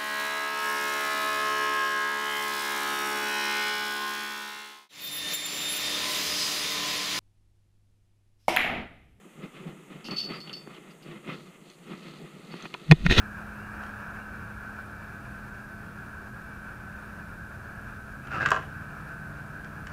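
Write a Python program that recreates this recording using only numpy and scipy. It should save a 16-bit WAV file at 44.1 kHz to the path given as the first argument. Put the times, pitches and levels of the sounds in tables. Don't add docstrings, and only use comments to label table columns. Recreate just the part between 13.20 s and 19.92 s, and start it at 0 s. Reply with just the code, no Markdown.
import sys
import numpy as np
from scipy import signal
from scipy.fft import rfft, irfft, next_fast_len
from scipy.io import wavfile

SR = 44100
rng = np.random.default_rng(int(sys.argv[2]) if len(sys.argv) > 2 else 0)


def master_out(mix):
    frames = np.transpose(np.atleast_2d(mix))
    ceiling = np.clip(frames, -1, 1)
    pcm = np.round(ceiling * 32767).astype(np.int16)
    wavfile.write(sys.argv[1], SR, pcm)


N = 296386
TIME = np.arange(N) / SR
CONTACT_RISE_S = .0006

# frequency in Hz, relative spectral density in dB.
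RUMBLE_SPECTRUM = [(10, -13), (25, -9.5), (45, 0.5), (110, 0.5), (180, -7.5), (260, -9.5), (480, -16),
                   (1000, -20), (2000, -27.5), (3300, -37.5), (8000, -57)]
# frequency in Hz, relative spectral density in dB.
HISS_SPECTRUM = [(1000, -1.5), (4000, 4), (6000, 2.5), (10000, 1.5), (14600, 0.5), (15700, -11)]
# frequency in Hz, relative spectral density in dB.
FAN_SPECTRUM = [(200, -10.5), (480, -14.5), (650, -10), (1180, -7), (1380, 0.5), (1700, -0.5), (1800, -9.5),
                (2100, -24), (2350, -13), (2680, -18), (3150, -33), (5400, -35), (8000, -41)]
# time in seconds, relative level in dB.
FAN_ENVELOPE = [(0, -41), (.8, -41.3), (1.9, -43.3), (2.5, -45), (3.4, -46), (3.9, -43), (4.3, -46.5),
                (5.6, -45.5), (6.72, -43)]
# frequency in Hz, level in dB, line width in Hz.
CASING_LINES = [(126.3, -57, 2.7), (171.5, -57, 2.7), (581, -70.5, 18), (674, -65, 4.4), (1116, -66, 6.9),
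                (1277, -65.5, 12), (1296, -60, 2.9), (1423, -62.5, 5.8), (1413, -58.5, 1.2),
                (1530, -50.5, 13), (1626, -56.5, 8), (1646, -58, 5.9), (1736, -67.5, 2.4),
                (2320, -69.5, 1.3), (9485, -79, 25), (9552, -87.5, 27)]
# multiple of the cycle rate, relative level in dB.
EXHAUST_ORDERS = [(5, -6), (8, 0), (16, -10.5)]
# centre in seconds, half-width in seconds, boost in dB.
THROTTLE_PUSHES = [(4.6, 0.17, 11), (5.2, 0.18, 6.5)]
# start in seconds, level in dB.
BIRD_CALLS = [(.33, -60), (0.919, -61), (4.998, -60)]
# delay in seconds, gain in dB.
REFLECTIONS = [(.0092, -11), (.0125, -19), (.0172, -15), (.0275, -12), (.037, -20), (.046, -13),
               (.0555, -17)]
# frequency in Hz, time to fall 60 dB in seconds.
YARD_DECAY = [(200, 0.63), (1100, 0.26), (1800, 0.37), (8000, 0.42), (15000, 0.28)]
# frequency in Hz, relative level in dB,
# time to fall 60 dB in seconds without the hands' damping.
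RIFLE_MODES = [(300, -22, .043), (410, -14, .056), (500, -13, .025), (650, -19, .045), (790, -11, .028),
               (937, -8, .029), (1045, 3, .028), (1205, -4, .06), (1355, -5, .05), (1600, 2, .023),
               (1740, -9, .035), (1900, -8, .035), (2140, -20, .035), (2540, -9, .023), (2950, -16, .035),
               (5450, -30, .012), (7400, -28, .012)]
# frequency in Hz, relative spectral density in dB.
CRACK_SPECTRUM = [(100, -2), (600, -2), (1500, 5), (3100, 4), (3700, -4), (5500, -2), (7700, -2),
                  (8600, -17), (10500, -20), (11700, -14), (15500, -23)]
# start in seconds, ring gain in dB,
# lower cutoff of ring and crack in Hz, crack level in dB, upper cutoff of the crack in Hz.
IMPACTS = [(0.635, -50, 1500, -45, 1200), (.664, -49, 1500, -46.5, 1200), (5.071, -52, 1800, -49, 2500),
           (5.2594, -12.5, 1450, -26.5, 2400), (5.262, -18, 1640, -36.5, 3200),
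           (5.2865, -42, 1900, -31, 1600), (5.3043, -44, 6550, -34.5, 15000),
           (5.3161, -12.5, 200, -25, 2000), (6.445, -57, 1800, -47, 2000), (6.669, -38, 1300, -38, 3800)]
# frequency in Hz, relative spectral density in dB.
RUB_SPECTRUM = [(60, -9), (140, 6.5), (400, -4), (680, 1.5), (950, -3.5), (1500, 7), (2250, -7.5),
                (2650, 0), (3100, -17), (5000, -20), (7600, -30), (9000, -37), (15000, -44)]
# start in seconds, length in seconds,
# relative friction level in dB, starting squeal frequency in Hz.
BARREL_SHOVES = [(5.028, 0.076, -45.5, 1558), (5.103, 0.1, -32.5, 1479), (5.199, 0.045, -28, 1670),
                 (5.237, 0.06, -33, 1520)]
# start in seconds, level in dB, time constant in seconds,
# lower and upper band edges in Hz.
STOCK_THUD = (5.3195, -23, .010, 540, 1400)


def amp(db):
    return 10 ** (np.asarray(db) / 20)


def unit(x):
    return x / np.sqrt(np.mean(x ** 2) + 1e-20)


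def value_at(points, hz):
    f, value = np.transpose(points)
    return np.interp(np.log(hz + 1), np.log(f + 1), value)


def add(mix, start, sound):
    part = mix[max(round(start * SR), 0):][:len(sound)]
    part += sound[:len(part)]


def noise(spectrum, count=N):
    size = next_fast_len(count)
    gain = amp(value_at(spectrum, np.fft.rfftfreq(size, 1 / SR)))
    return unit(irfft(rfft(rng.standard_normal(count), size) * gain, size)[:count])


def drift(rate_hz, count=4096):
    f = np.fft.rfftfreq(count, TIME[-1] / count)
    slow = irfft(rfft(rng.standard_normal(count)) / (1 + (f / rate_hz) ** 2))
    return np.interp(TIME, np.linspace(0, TIME[-1], count), unit(slow))


def noise_floor(rumble_db=-46, hiss_db=-65):
    return amp(rumble_db) * noise(RUMBLE_SPECTRUM) + amp(hiss_db) * noise(HISS_SPECTRUM)


def air_conditioner(fan_db=-2.5, flutter_db=1.57, hum_hz=208.2, hum_db=-50.5, settle_s=1.84):
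    carry_db = np.interp(TIME, *np.transpose(FAN_ENVELOPE))
    fan = amp(carry_db + fan_db + flutter_db * drift(6.8)) * noise(FAN_SPECTRUM)
    excess_db = 7.5 * np.exp(-TIME / settle_s)
    hum = amp(hum_db + excess_db) * np.sin(2 * np.pi * hum_hz * TIME + .11 * drift(2.2))
    whine = np.zeros(N)
    for hz, db, width_hz in CASING_LINES:
        waver = 1 + .64 * (drift(width_hz) + 1j * drift(width_hz))
        whine += amp(db) * (waver * np.exp(2j * np.pi * hz * TIME)).real
    return fan + hum + whine


def engine(slow_hz=13.25, fast_hz=18.6, slow_db=-62, fast_db=-45.5, midpoint_s=4.85, rise_s=.2):
    speed = 1 / (1 + np.exp((midpoint_s - TIME) / rise_s))
    phase = 2 * np.pi * np.cumsum(slow_hz + (fast_hz - slow_hz) * speed) / SR
    throttle_db = sum(db * np.exp(-((TIME - s) / width) ** 2) for s, width, db in THROTTLE_PUSHES)
    exhaust = sum(amp(db) * np.sin(order * phase + .34 * drift(12)) for order, db in EXHAUST_ORDERS)
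    return amp(slow_db + (fast_db - slow_db) * speed + throttle_db) * exhaust


def bird(from_hz=2450, to_hz=2920, length_s=.14):
    out, t = np.zeros(N), np.arange(0, length_s, 1 / SR)
    whistle = signal.chirp(t, from_hz, t[-1], to_hz) * signal.windows.tukey(len(t), .5)
    for start, db in BIRD_CALLS:
        add(out, start, amp(db) * whistle)
    return yard(out, tail_db=-7)


def yard(direct, tail_db=-11, dull_hz=6000, build_s=.021):
    out = direct.copy()
    dulled = signal.lfilter(*signal.butter(1, dull_hz, fs=SR), direct)
    for delay, db in REFLECTIONS:
        add(out, delay, amp(db) * dulled)
    scatter = rng.choice([-1., 1.], SR) * (rng.random(SR) < 3000 / SR)
    hz, t, spectra = signal.stft(scatter, SR, nperseg=256)
    envelope = amp(-60 * t / value_at(YARD_DECAY, hz)[:, None]) * (1 - np.exp(-t / build_s))
    tail = signal.istft(spectra * envelope / np.hypot(1, hz / dull_hz)[:, None], SR)[1]
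    return out + amp(tail_db) * signal.fftconvolve(dulled, tail / np.linalg.norm(tail))[:N]


def knocks(contact_s=.0045, grip_db_per_s=350):
    out, t = np.zeros(N), np.arange(SR // 8) / SR
    attack = 1 - np.exp(-t / CONTACT_RISE_S)
    for start, ring_db, low_hz, crack_db, dull_hz in IMPACTS:
        ring = np.zeros(len(t))
        for k, (hz, db, t60) in enumerate(RIFLE_MODES):
            coupling = (-1) ** k / np.sqrt(1 + (low_hz / hz) ** 10)
            envelope = amp(db - (60 / t60 + grip_db_per_s) * t)
            ring += coupling * envelope * np.sin(2 * np.pi * hz * t)
        grit = signal.lfilter(*signal.butter(2, low_hz, "high", fs=SR), noise(CRACK_SPECTRUM, len(t)))
        grit = signal.lfilter(*signal.butter(1, dull_hz, fs=SR), grit)
        crack = unit(grit) * np.exp(-(t / contact_s) ** 2)
        add(out, start, (amp(ring_db) * ring + amp(crack_db) * crack) * attack)
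    return out


def hinge(slips_per_s=105, wobble_hz=55, sag_hz_per_s=2700, squeal_db=-1.5, rub_db=-2.5):
    cycles = np.cumsum(slips_per_s * (1 + .204 * drift(105))) / SR
    slip = unit(.42 + np.sin(np.pi * cycles) ** 2)
    wobble = wobble_hz * drift(280)
    rub = np.sqrt(slip) * noise(RUB_SPECTRUM)
    out = np.zeros(N)
    for start, length, db, hz in BARREL_SHOVES:
        t = np.clip(TIME - start, 0, length)
        friction = amp(db) * abs(np.sin(np.pi * t / length)) ** .68
        pitch_hz = hz - sag_hz_per_s * t + wobble
        squeal = unit(slip * np.sin(2 * np.pi * np.cumsum(pitch_hz) / SR))
        out += friction * (amp(squeal_db) * squeal + amp(rub_db) * rub)
    return out


def stock():
    start, db, decay_s, low_hz, high_hz = STOCK_THUD
    out, t = np.zeros(N), np.arange(SR // 8) / SR
    band = signal.butter(2, [low_hz, high_hz], "band", fs=SR, output="sos")
    body = unit(signal.sosfilt(band, rng.standard_normal(len(t))))
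    envelope = np.exp(-t / decay_s) * (1 - np.exp(-t / CONTACT_RISE_S))
    add(out, start, amp(db) * body * envelope)
    return out


def scene():
    rifle = yard(knocks() + stock() + hinge())
    return (rifle + air_conditioner() + engine() + bird() + noise_floor())[None]


def record(dry, cutoff_hz=15750):
    lowpass = signal.firwin(511, cutoff_hz, window=("kaiser", 9), fs=SR)
    return signal.oaconvolve(dry, lowpass[None], "same")


dry = scene()
out = record(dry)
master_out(out)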